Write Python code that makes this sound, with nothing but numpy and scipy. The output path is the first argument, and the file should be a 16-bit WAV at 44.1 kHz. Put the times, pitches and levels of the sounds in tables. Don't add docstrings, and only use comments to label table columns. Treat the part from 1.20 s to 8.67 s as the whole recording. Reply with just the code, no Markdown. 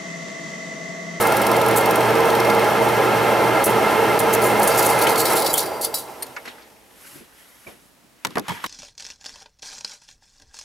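import sys
import numpy as np
from scipy import signal
from scipy.fft import rfft, irfft, next_fast_len
from scipy.io import wavfile
from scipy.ndimage import uniform_filter1d, map_coordinates

SR = 44100
rng = np.random.default_rng(int(sys.argv[2]) if len(sys.argv) > 2 else 0)


def level_to_linear(level):
    exponent = np.asarray(level, float) / 20
    return 10 ** exponent


def unload_wav(signal):
    wavfile.write(
        sys.argv[1],
        SR,
        np.round(np.clip(np.atleast_2d(signal).T, -1, 1) * 32767).astype(np.int16),
    )


N = 329427


def unit(x):
    return x / np.sqrt(np.mean(x ** 2) + 1e-20)


def curve(points, t):
    return np.interp(t, *np.transpose(points))


def along(points, hz):
    f, v = np.transpose(points)
    return np.interp(np.log(hz + 1), np.log(f + 1), v)


def between(start_s, end_s, fade_s):
    t = np.arange(N) / SR
    return np.clip(np.minimum(t - start_s, end_s - t) / fade_s, 0, 1)


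def wobble(rate):
    steps = np.arange(0, N + 16, 16)
    knots = rng.standard_normal(int(N * rate / SR) + 4)
    return np.interp(np.arange(N), steps, map_coordinates(knots, [steps * rate / SR]))


def filtered(x, response):
    m = next_fast_len(N + 8192)
    return irfft(rfft(x, m) * response(np.fft.rfftfreq(m, 1 / SR)), m)[..., :N]


def shaped(response):
    return unit(filtered(rng.standard_normal(N), response))


def band(lo_hz, hi_hz):
    return shaped(lambda f: 1 / (1 + (lo_hz / (f + 1)) ** 8) / (1 + (f / hi_hz) ** 8))


def coloured(spectrum):
    return shaped(lambda f: level_to_linear(along(spectrum, f)))


def patchy(x, depth_db):
    z = signal.stft(x, nperseg=256)[2]
    field = uniform_filter1d(rng.standard_normal(z.shape), size=3, axis=0)
    field = uniform_filter1d(field, size=20, axis=1)
    return signal.istft(z * level_to_linear(depth_db * unit(field)), nperseg=256)[1][:N]


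def swell_decay(t, db, rise_s, t60_s):
    return level_to_linear(db - 60 * np.maximum(t - rise_s, 0) / t60_s) * np.minimum(t / rise_s, 1)


def bursts(rows):
    env, t = np.zeros(N + SR), np.arange(SR // 3) / SR
    for s, db, rise_s, t60_s in rows:
        env[round(s * SR):][:len(t)] += swell_decay(t, db, max(rise_s, 2e-4), max(t60_s, 5e-3))
    return env[:N]


def ports(one, other):
    # f/Hz, left-right likeness
    alike = [(60, 0.17), (150, 0.907), (380, 0.94), (950, 0.903), (2380, 0.83), (5980, 0.8), (15000, 1)]
    # f/Hz, left minus right/dB
    left = [(60, -7.5), (180, -1), (550, -2.5), (1650, -1), (4970, -0.5), (15000, 0.5)]
    # f/Hz, left leads by/rad
    lead = [(0, 0.42), (780, 0.37), (2240, 0.164), (6550, 0.07), (6800, 0.3), (7750, 0.34), (15900, 0.0)]
    turn = lambda f: np.arccos(np.clip(along(alike, f), -1, 1)) / 2
    mid, side = filtered(np.array([one, other]), lambda f: np.array([np.cos(turn(f)), np.sin(turn(f))]))
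    half = lambda f: level_to_linear(along(left, f) / 2) * np.exp(.5j * along(lead, f))
    return filtered(np.array([mid + side, mid - side]), lambda f: np.array([half(f), 1 / half(f)]))


def quiet_room():
    # f/Hz, density/dB per Hz
    spectrum = [(15, -38), (25, -21.5), (49, -1), (191, -11), (264, 3.5), (396, -13), (506, -4.5),
                (3860, -13), (11100, -14), (14900, -19), (16200, -17.5)]
    common_part = coloured(spectrum) * level_to_linear([[-.35], [.35]])
    pair = np.array([coloured(spectrum), coloured(spectrum)])
    unrelated = filtered(pair, lambda f: 1 / (1 + (f / 7000) ** 4))
    return level_to_linear(-59) * (coloured(spectrum) * 0 + common_part + level_to_linear(1.5) * unrelated * level_to_linear([[-.35], [.35]]))


def cloth():
    strokes = [(5.05, 1, 0.51, -52.5, -5), (5.28, -0.08, 0.022, -36, -17), (5.257, -0.25, 0.0203, -37, -15),
               (5.3, 0.2, 0.15, -57, -25.5), (5.87, .13, .09, -55, 6), (5.96, .09, .07, -53, 5),
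               (6.2, .12, .16, -58, 0), (6.5, 0.28, .05, -59.5, 4.5), (6.67, 0.3, 0.057, -69.5, 8.5),
               (7.12, 0.1, 0.071, -50.5, -9), (7.279, .015, .01, -53, -8.5),
               (7.345, 0.0733, 0.065, -38, -9), (7.44, 0.02, .06, -44, -2)]
    # f/Hz, density/dB per Hz
    swish_spectrum = [(2940, -14.5), (5000, -4), (5440, -4.5), (8550, -3.5), (11000, 2), (12500, -1),
                      (14500, -10), (16200, -16)]
    # f/Hz, density/dB per Hz
    rub_spectrum = [(40, -50), (200, -6), (600, -7), (1150, -2.5), (1980, -1.5), (2890, -4.5), (8000, -19),
                    (10400, -52)]
    t = np.arange(N) / SR
    rub, swish = np.zeros(N), np.zeros(N)
    for s, swell_s, fade_s, db, swish_db in strokes:
        away = np.where(t < s, (s - t) / max(swell_s, .004), (t - s) / max(fade_s, .004))
        rub += level_to_linear(db - 10 * away ** 1.2)
        swish += level_to_linear(db + swish_db - 11.2 * away ** 1.4)
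    fabric = swish * coloured(swish_spectrum) * level_to_linear(0.99 * wobble(55))
    fabric = fabric + rub * patchy(coloured(rub_spectrum), depth_db=2) * level_to_linear(1.71 * wobble(160))
    unsteady = level_to_linear(2.5 * wobble(30) + 2 * wobble(5))
    shuffle = level_to_linear(-65.5) * (t > 4.9) * band(lo_hz=99, hi_hz=456) * unsteady
    return fabric + shuffle


def knocks():
    # t/s, peak/dB, thud/dB, hardness/dB
    contacts = [(7.049, -16, -13, -6.5), (7.069, -31.5, -16.5, 0), (7.106, -39, -6, -6),
                (7.155, -22, -2.5, -24.5), (7.182, -29, -2, -1), (7.195, -38, -24.5, 6.5),
                (7.282, -21, -14, -9), (7.292, -20.5, -22.5, -16.5), (7.306, -27, -17, -10.5),
                (7.318, -26.5, -18, -15.5), (7.441, -19.5, -20, -20), (7.462, -30, -15.5, -1.5)]
    # f/Hz, width/Hz, level/dB
    shell_modes = [(987, 150, 16.5), (1420, 270, -13), (1586, 820, 5), (2345, 700, -13)]
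    # t/s, level/dB, edge/dB
    hard_blows = [
        (7.0495, -1, 10),
        (7.157, -16.5, 0),
        (7.172, -2.5, -10),
        (7.2835, -14, -1.5),
        (7.294, -15, -5.5),
        (7.4415, -9, -0.5),
    ]

    def resonance(f, centre_hz, width_hz):
        return 1j * f * width_hz / (centre_hz * centre_hz - f * f + 1j * f * width_hz)

    def shell(f):
        return sum((-1) ** k * level_to_linear(db) * resonance(f, hz, w) for k, (hz, w, db) in enumerate(shell_modes))

    def part(heavy, hard, shift_db, life):
        return bursts([(s, db + heavy * thud_db + hard * hard_db + shift_db, .0007, 0.044 * life)
                       for s, db, thud_db, hard_db in contacts])

    body = part(0, 0, shift_db=-0.5, life=0.92) * shaped(shell)
    thud = part(0.96, 0, shift_db=-3.0, life=4.1) * band(lo_hz=110, hi_hz=520)
    snap = part(0, 0.9, shift_db=1.5, life=0.4) * band(lo_hz=2570, hi_hz=6970)
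    tick = part(0, 1.36, shift_db=1.5, life=0.25) * band(lo_hz=6540, hi_hz=13440)
    impulses = np.zeros((2, N))
    for s, db, edge_db in hard_blows:
        impulses[:, round(s * SR)] = -level_to_linear([db - 8, db + edge_db])
    clack = filtered(impulses, lambda f: np.array([shell(f), resonance(f, 2200, 3000)])).sum(0)
    return clack + body + thud + snap + tick


def bumps():
    # t/s, level/dB, centre f/Hz, spread ratio, t60/s
    rows = [(3.867, -17, 2300, 1.63, 0.074), (4.337, -26.5, 3244, 1.1, 0.15),
            (5.023, -38, 1700, 1.5, 0.067), (5.023, -31, 4400, 1.1, 0.065),
            (5.022, -25, 8980, 0.92, 0.0566), (5.164, -28, 1355, 1.9, 0.089),
            (5.165, -36.5, 2170, 1.034, .13), (5.163, -38, 4530, 1.67, .042), (5.38, -46, 1490, 1.4, 0.082),
            (5.42, -50, 4340, 1.4, .08), (5.953, -42.5, 220, 2.26, 0.18), (6.005, -41.5, 254, 2.33, 0.093),
            (6.461, -41.5, 383, 2.2, 0.32), (6.463, -47.5, 1500, 3, 0.4), (6.466, -44, 2340, 1.1, 0.127),
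            (7.170, -13, 637, 2.52, 0.066), (7.19, -45.5, 230, 2.96, 0.23), (7.292, -28.5, 186, 1.17, 0.19),
            (7.3, -50, 3470, 1.46, 0.343), (7.44, -41, 230, 2.8, 0.36), (6.462, -51, 110, 2.48, 0.33),
            (7.284, -36.5, 120, 1.9, 0.23), (7.053, -47, 130, 1.1, 0.16), (7.293, -26, 970, 1.2, 0.08),
            (7.294, -32, 2180, 0.98, .11), (7.294, -39.5, 3270, 1.04, 0.27),
            (7.35, -38.5, 1690, 1.08, 0.16), (7.34, -40, 950, 1.12, 0.213),
            (7.4402, -24, 1100, 1.45, 0.046), (7.441, -36, 2330, 1.12, .05), (7.442, -38, 3867, 0.87, .15),
            (7.462, -36, 2300, 1.3, .08), (5.164, -43.5, 6685, 0.88, .04), (5.277, -36, 1600, 1.2, .05)]
    out, t = np.zeros(N + SR), np.arange(SR // 3) / SR
    f = np.fft.rfftfreq(len(t), 1 / SR) + 1
    for s, db, hz, spread, t60_s in rows:
        colour = level_to_linear(-9 * (np.log(f / hz) / np.log(max(spread, 1.02))) ** 2)
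        noise = unit(irfft(rfft(rng.standard_normal(len(t))) * colour, len(t)))
        out[round(s * SR):][:len(t)] += swell_decay(t, db, 0.027 * t60_s, t60_s) * noise
    return out[:N]


def carried_song():
    # t/s, level/dB
    song_db = [(3.42, -45), (3.524, -34), (3.546, -53), (4.442, -43), (4.526, -46), (4.664, -37),
               (4.722, -52.5), (4.756, -38), (4.93, -65.5)]
    t = np.arange(N) / SR
    level = level_to_linear(curve(song_db, t) - 2 + 3 * wobble(30)) * between(song_db[0][0], song_db[-1][0], .04)
    return level * np.sin(2 * np.pi * 4694 * t + .7 * wobble(40))


def jingle():
    # t/s, peak/dB, t60/s, weight of the part/dB
    taps = [(0.4814, -20.5, .045, -11), (0.5814, -28.5, 0.056, -17), (2.438, -10.5, 0.107, -16.5),
            (2.495, -29, .039, -24), (2.9882, -12, 0.05, -11), (3.145, -23, 0.07, -6.5),
            (3.2153, -18, 0.103, -10.5), (3.3932, -23, .04, -21), (3.4154, -23, 0.081, -3),
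            (3.4272, -18, 0.24, -17), (3.472, -13, 0.11, -13), (3.4994, -33, 0.18, 2.5),
            (3.538, -23.5, 0.28, -4), (3.571, -12, 0.07, -13), (3.69, -20, 0.089, -8),
            (3.7863, -18, 0.046, -24), (3.8677, -17, 0.047, -8.5), (3.8894, -18, .049, -25),
            (3.955, -24, 0.025, 5.5), (3.975, -15, 0.071, -11), (4.053, -15, 0.037, -3),
            (4.1305, -22, 0.072, -15), (4.2197, -17.5, 0.029, -1), (4.261, -13, 0.0445, -1),
            (4.337, -11, 0.073, -21.5), (4.3546, -17, 0.047, -10), (4.457, -33, 0.028, -4.5),
            (4.61, -20, 0.072, -7.5), (4.7415, -14.5, 0.047, -12.5), (5.023, -20.5, 0.034, -7),
            (5.028, -24, 0.033, -10), (5.062, -39, .06, 0), (3.589, -24, .04, -15),
            (3.657, -23, 0.037, -15), (3.74, -34, .08, -8.5), (3.8149, -23, 0.036, -15),
            (3.834, -22, .04, -7), (3.995, -19, .04, -10), (4.01, -25, 0.032, -6.5),
            (4.1626, -25, .05, -12), (4.19, -25, .04, -10), (4.245, -26, .05, 1.5), (4.328, -18, .04, -25),
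            (4.3751, -15.5, 0.048, -13), (4.425, -33, 0.035, -10.5), (4.644, -21, .05, -8)]
    # t/s, peak/dB, rise/s, t60/s, weight/dB
    scrapes = [(.002, -17.5, 0.0078, 0.238, -11.5), (.556, -11.5, 0.0175, 0.092, -17),
               (2.445, -22.5, 0.0132, 0.31, -22), (2.992, -25.5, 0.0078, 0.21, -30),
               (3.127, -15, 0.011, 0.061, -12.5), (3.225, -21, 0.0304, 0.56, -12.5),
               (3.58, -26, 0.014, 0.25, -2.5), (3.618, -20, 0.0106, 0.14, -6),
               (3.645, -17, 0.015, 0.102, -50), (3.808, -15.5, .019, 0.056, -5),
               (3.875, -28.5, .017, 0.048, 1), (3.985, -18, 0.0195, 0.051, -4),
               (4.15, -16, 0.025, 0.18, -6.5), (4.366, -15, 0.0275, 0.17, -6),
               (4.615, -17.5, 0.035, 0.12, -5.5), (4.748, -24.5, 0.038, 0.18, -5.5)]
    # f/Hz, level/dB, t60/s
    steel = [(3951, -3, .3), (4400, -4, .14), (4694, -8, .32), (4745, -4, .28), (5410, -3, .17),
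             (6202, -10, .22), (7047, -7, .22), (7849, -7, .28), (8856, -4, .25), (9841, -2, .15),
             (10870, -4, .2), (11160, -8, .3), (11940, -1, .2), (13100, -6, .22), (14300, -6, .25),
             (15430, -10, .15)]
    # f/Hz, density/dB per Hz
    grit_spectrum = [(2940, -12.5), (5000, -89.5), (5640, -4), (7130, -1), (7480, -2), (8070, 0.5),
                     (10400, 5.5), (13700, 3), (15700, -5.5)]
    # t/s, ring over weight/dB
    free = [(3, -23), (3.5, -14), (4.05, -14), (4.3, -16), (4.75, -10), (5.02, -32)]
    # t/s, level/dB
    strikes = [(3.4994, -16), (3.575, -21), (3.69, -20), (3.8894, -19), (4.053, -13), (4.261, -17),
               (4.425, -21), (4.457, -21), (4.7415, -12)]
    # from/s, to/s, fade/s, level/dB
    handling = (3.5, 4.5, 0.5, -32.5)
    hits = [(s, db, 0.0039, t60_s, weight_db) for s, db, t60_s, weight_db in taps] + scrapes
    rattle = level_to_linear(handling[3] + 3.84 * wobble(25.02)) * between(*handling[:3])

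    metal = lambda f: level_to_linear(sum(3.5 / (1 + ((f - hz) / 160) ** 2) for hz, _, _ in steel))
    grit = unit(level_to_linear(3 * wobble(300)) * filtered(coloured(grit_spectrum), metal))
    high = (bursts([(s, db - 6.5, rise_s, t60_s) for s, db, rise_s, t60_s, _ in hits]) + rattle) * grit

    clink = lambda f: level_to_linear(6.5 / (1 + ((f - 4400) / 256) ** 2))
    low = bursts([(s, db + weight_db - 7.0, rise_s, t60_s) for s, db, rise_s, t60_s, weight_db in hits])
    low = (low + level_to_linear(-5.5) * rattle) * unit(filtered(band(lo_hz=3060, hi_hz=7400), clink))

    push = bursts([(s, db + weight_db + curve(free, s) - 11 * (rise_s > .006), rise_s, t60_s)
                   for s, db, rise_s, t60_s, weight_db in hits]) * rng.standard_normal(N)
    push = patchy(level_to_linear(-4) * push + level_to_linear(-17) * rattle * rng.standard_normal(N), depth_db=2)
    struck = np.bincount([round(s * SR) for s, _ in strikes], [level_to_linear(db + 8) for _, db in strikes], N)
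    t = np.arange(SR // 2) / SR
    modes = sum(level_to_linear(db - 24 - 60 * t / t60_s) * np.sin(2 * np.pi * hz * t) for hz, db, t60_s in steel)
    chatter = level_to_linear(3.5 * wobble(55))
    rings = signal.fftconvolve(struck + push, modes)[:N] * chatter
    return patchy(high + low, depth_db=2) + rings + carried_song()


def claw():
    # t/s, peak/dB, ring f/Hz
    pulls = [(0.0234, -27, 4270), (0.069, -28, 4720), (0.1205, -22, 4290), (0.1665, -25.5, 5500),
             (0.2159, -22.5, 5380), (0.2656, -19.5, 5380), (0.3132, -22, 5240), (0.363, -24.5, 4300),
             (0.413, -23, 3700), (0.4609, -26, 4320), (0.5102, -25, 4330), (0.5586, -24, 4210),
             (0.6078, -27, 4350), (0.6568, -24, 5380), (0.7073, -21.5, 5670), (0.7547, -25, 4350),
             (0.8046, -23.5, 4320), (0.8535, -26, 5070), (0.9024, -27, 4290), (0.9524, -27, 4990),
             (1.0016, -25.5, 5000), (1.051, -25, 5470), (1.1004, -21.5, 4210), (1.1503, -21.5, 4250),
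             (1.1997, -19, 5350), (1.2476, -24, 5490), (1.299, -19.5, 3740), (1.3464, -27.5, 4250),
             (1.3932, -25, 4300), (1.4421, -25, 4310), (1.6874, -27, 3960)]
    # t/s, peak/dB
    slack = [(0, -15), (.27, -10.5), (.33, -14), (.5, -17.5), (.75, -11), (.84, -23), (1.22, -18),
             (1.45, -22.5), (1.69, -20.5)]
    # low f/Hz, high f/Hz
    slap_range_hz = (9500, 13800)
    times, peak_db, ring_hz = np.transpose(pulls)
    luck = rng.random((len(times), 2))
    slap_db = curve(slack, times) - (2 * luck[:, 0] - 1)
    pull_db = -27.5 + 1.1 * (peak_db - peak_db.mean())
    slap_env = bursts([(s, db - 11.0, .003, .035) for s, db in zip(times, slap_db)])
    pull_env = bursts([(s, db - 4, .0015, .03) for s, db in zip(times, pull_db)])
    ticks = slap_env * band(lo_hz=7100, hi_hz=15800) + pull_env * band(lo_hz=3520, hi_hz=5960)
    t = np.arange(SR // 20) / SR
    shape = level_to_linear(-60 * t / 0.029) * (1 - np.exp(-t / 0.00055))
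    for s, slap, pull, hz, chance in zip(times, slap_db, pull_db, ring_hz, luck[:, 1]):
        slap_hz = np.interp(chance, (0, 1), slap_range_hz)
        rings = level_to_linear(slap - 12) * np.sin(2 * np.pi * slap_hz * t)
        rings = rings + level_to_linear(pull + 0.5 - 60 * t / 0.061) * np.sin(2 * np.pi * hz * t)
        ticks[round(s * SR):][:len(t)] += shape * rings
    return ticks


def motor():
    # f/Hz, density/dB per Hz
    case_spectrum = [(15, -61), (25, -80.5), (86, -18), (113, -11.5), (217, -10), (263, -9), (447, -3),
                     (587, -2.5), (862, -3), (1150, -6.5), (1500, -71), (2530, -120)]
    # f/Hz, density/dB per Hz
    gear_spectrum = [(650, -37), (1100, -5), (1350, -0.5), (1480, -6), (2090, -7.5), (2310, -8.5),
                     (2580, -12.5), (7000, -31), (9100, -51), (15400, -120)]
    # f/Hz, density/dB per Hz
    fan_spectrum = [(2940, -7), (5000, -4), (5450, -1), (6700, -5), (7480, -3), (8920, -1), (13000, -1),
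                    (13900, -3.5), (15700, -11)]
    # f/Hz, width/Hz, lift/dB
    panel_modes = [(326, 30, 5), (369, 16, 5), (428, 18, 5), (457, 22, 7), (549, 20, 4), (648, 32, 7),
                   (775, 25, 3), (840, 45, 6), (908, 28, 4), (1022, 22, 6), (1290, 60, 3), (1386, 42, 8),
                   (1653, 30, 7), (2020, 35, 5), (2105, 70, 8), (2668, 45, 7), (3190, 45, 6), (4290, 90, 4),
                   (4700, 40, 4), (5470, 190, 3), (5930, 180, 3), (13900, 300, 4)]
    # f/Hz, width/Hz, lift/dB
    gaps = [(697, 83, -3), (1110, 65, -8.5), (1430.9, 76, -7), (1962, 92, -8), (2326, 93, -6),
            (3150, 20, 3.5)]
    # f/Hz, level/dB rms
    hum_lines = [(70.0, -50), (120.2, -35.5), (211.8, -36), (455.6, -29.5)]
    # t/s, motor shaking/dB
    drive = [
        (0, 0),
        (3.9, -0.2),
        (4.02, -3.5),
        (4.13, -0.3),
        (4.22, -3.5),
        (4.84, -17.5),
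        (5.62, -38.5),
        (5.95, -46),
        (7.5, -60),
    ]
    # t/s, share of full shaft speed
    speed = [
        (4.15, 1),
        (4.45, .72),
        (5.9, .4),
    ]
    # t/s, depth/dB, hold/s
    ducks = [
        (2.438, -9.5, 0.026),
        (2.985, -9.5, 0.014),
    ]
    off_s, damped_s = 4.18, 3.43
    t = np.arange(N) / SR
    off = between(off_s, 9, 0.025)
    drive_db = curve(drive, t) + 1 * off * wobble(22.02)

    case = level_to_linear(-17.7423 + drive_db)
    gears = level_to_linear(-23 + 1.15 * drive_db - 3 * off - 0.1 * between(damped_s, 9, 0.52))
    fan = level_to_linear(-35.36 + 0.68 * drive_db)
    hum = level_to_linear(-32 + 0.6 * drive_db - 12.5 * off - 3.5 * between(damped_s, 9, 0.164))

    def panels(f):
        return level_to_linear(sum(db / (1 + (2 * (f - hz) / w) ** 2) for hz, w, db in panel_modes + gaps))

    def layer(spectrum, shake_db):
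        return shaped(lambda f: level_to_linear(along(spectrum, f)) * panels(f)) * level_to_linear(shake_db * wobble(35))

    def roar():
        low = case * layer(case_spectrum, 0.51)
        return low + gears * layer(gear_spectrum, 0.31) + fan * layer(fan_spectrum, 0.84)

    turns = np.cumsum(curve(speed, t)) / SR
    lines = np.zeros(N)
    for hz, db in hum_lines:
        level = level_to_linear(db - hum_lines[1][1] + 1.6 * wobble(12))
        lines += level * np.sin(2 * np.pi * hz * turns + .55 * wobble(14))
    sound = ports(roar() + hum * lines, roar())
    gain_db = sum(db * ((t > s) & (t < s + hold_s)) for s, db, hold_s in ducks)
    boom = filtered(sound, lambda f: 1 / (1 + (f / 490) ** 4))
    damped = sound - 0.15 * between(damped_s, 9, 0.213) * boom
    return level_to_linear(uniform_filter1d(gain_db, size=130)) * damped


def reflections(near):
    t = np.arange(SR // 6) / SR
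    tail = rng.standard_normal(len(t)) * level_to_linear(-60 * t / 0.006) * (t > .003)
    room = signal.fftconvolve(near, tail / np.linalg.norm(tail))[:N] * [[1], [-1]]
    return level_to_linear(-5.5) * filtered(room, lambda f: 1 / (1 + (f / 5000) ** 2) + 0.186)


def scene():
    near = claw() + jingle() + cloth() + knocks() + bumps()
    return motor() + near + reflections(near) + quiet_room()


def low_pass(x):
    return signal.sosfilt(signal.butter(12, 15950, fs=SR, output="sos"), x)


def record(dry):
    soft = dry / (1 + np.abs(dry / .7) ** 4) ** (1 / 4)
    return low_pass(filtered(soft, lambda f: f < 15800))


dry = scene()
out = record(dry)
unload_wav(out)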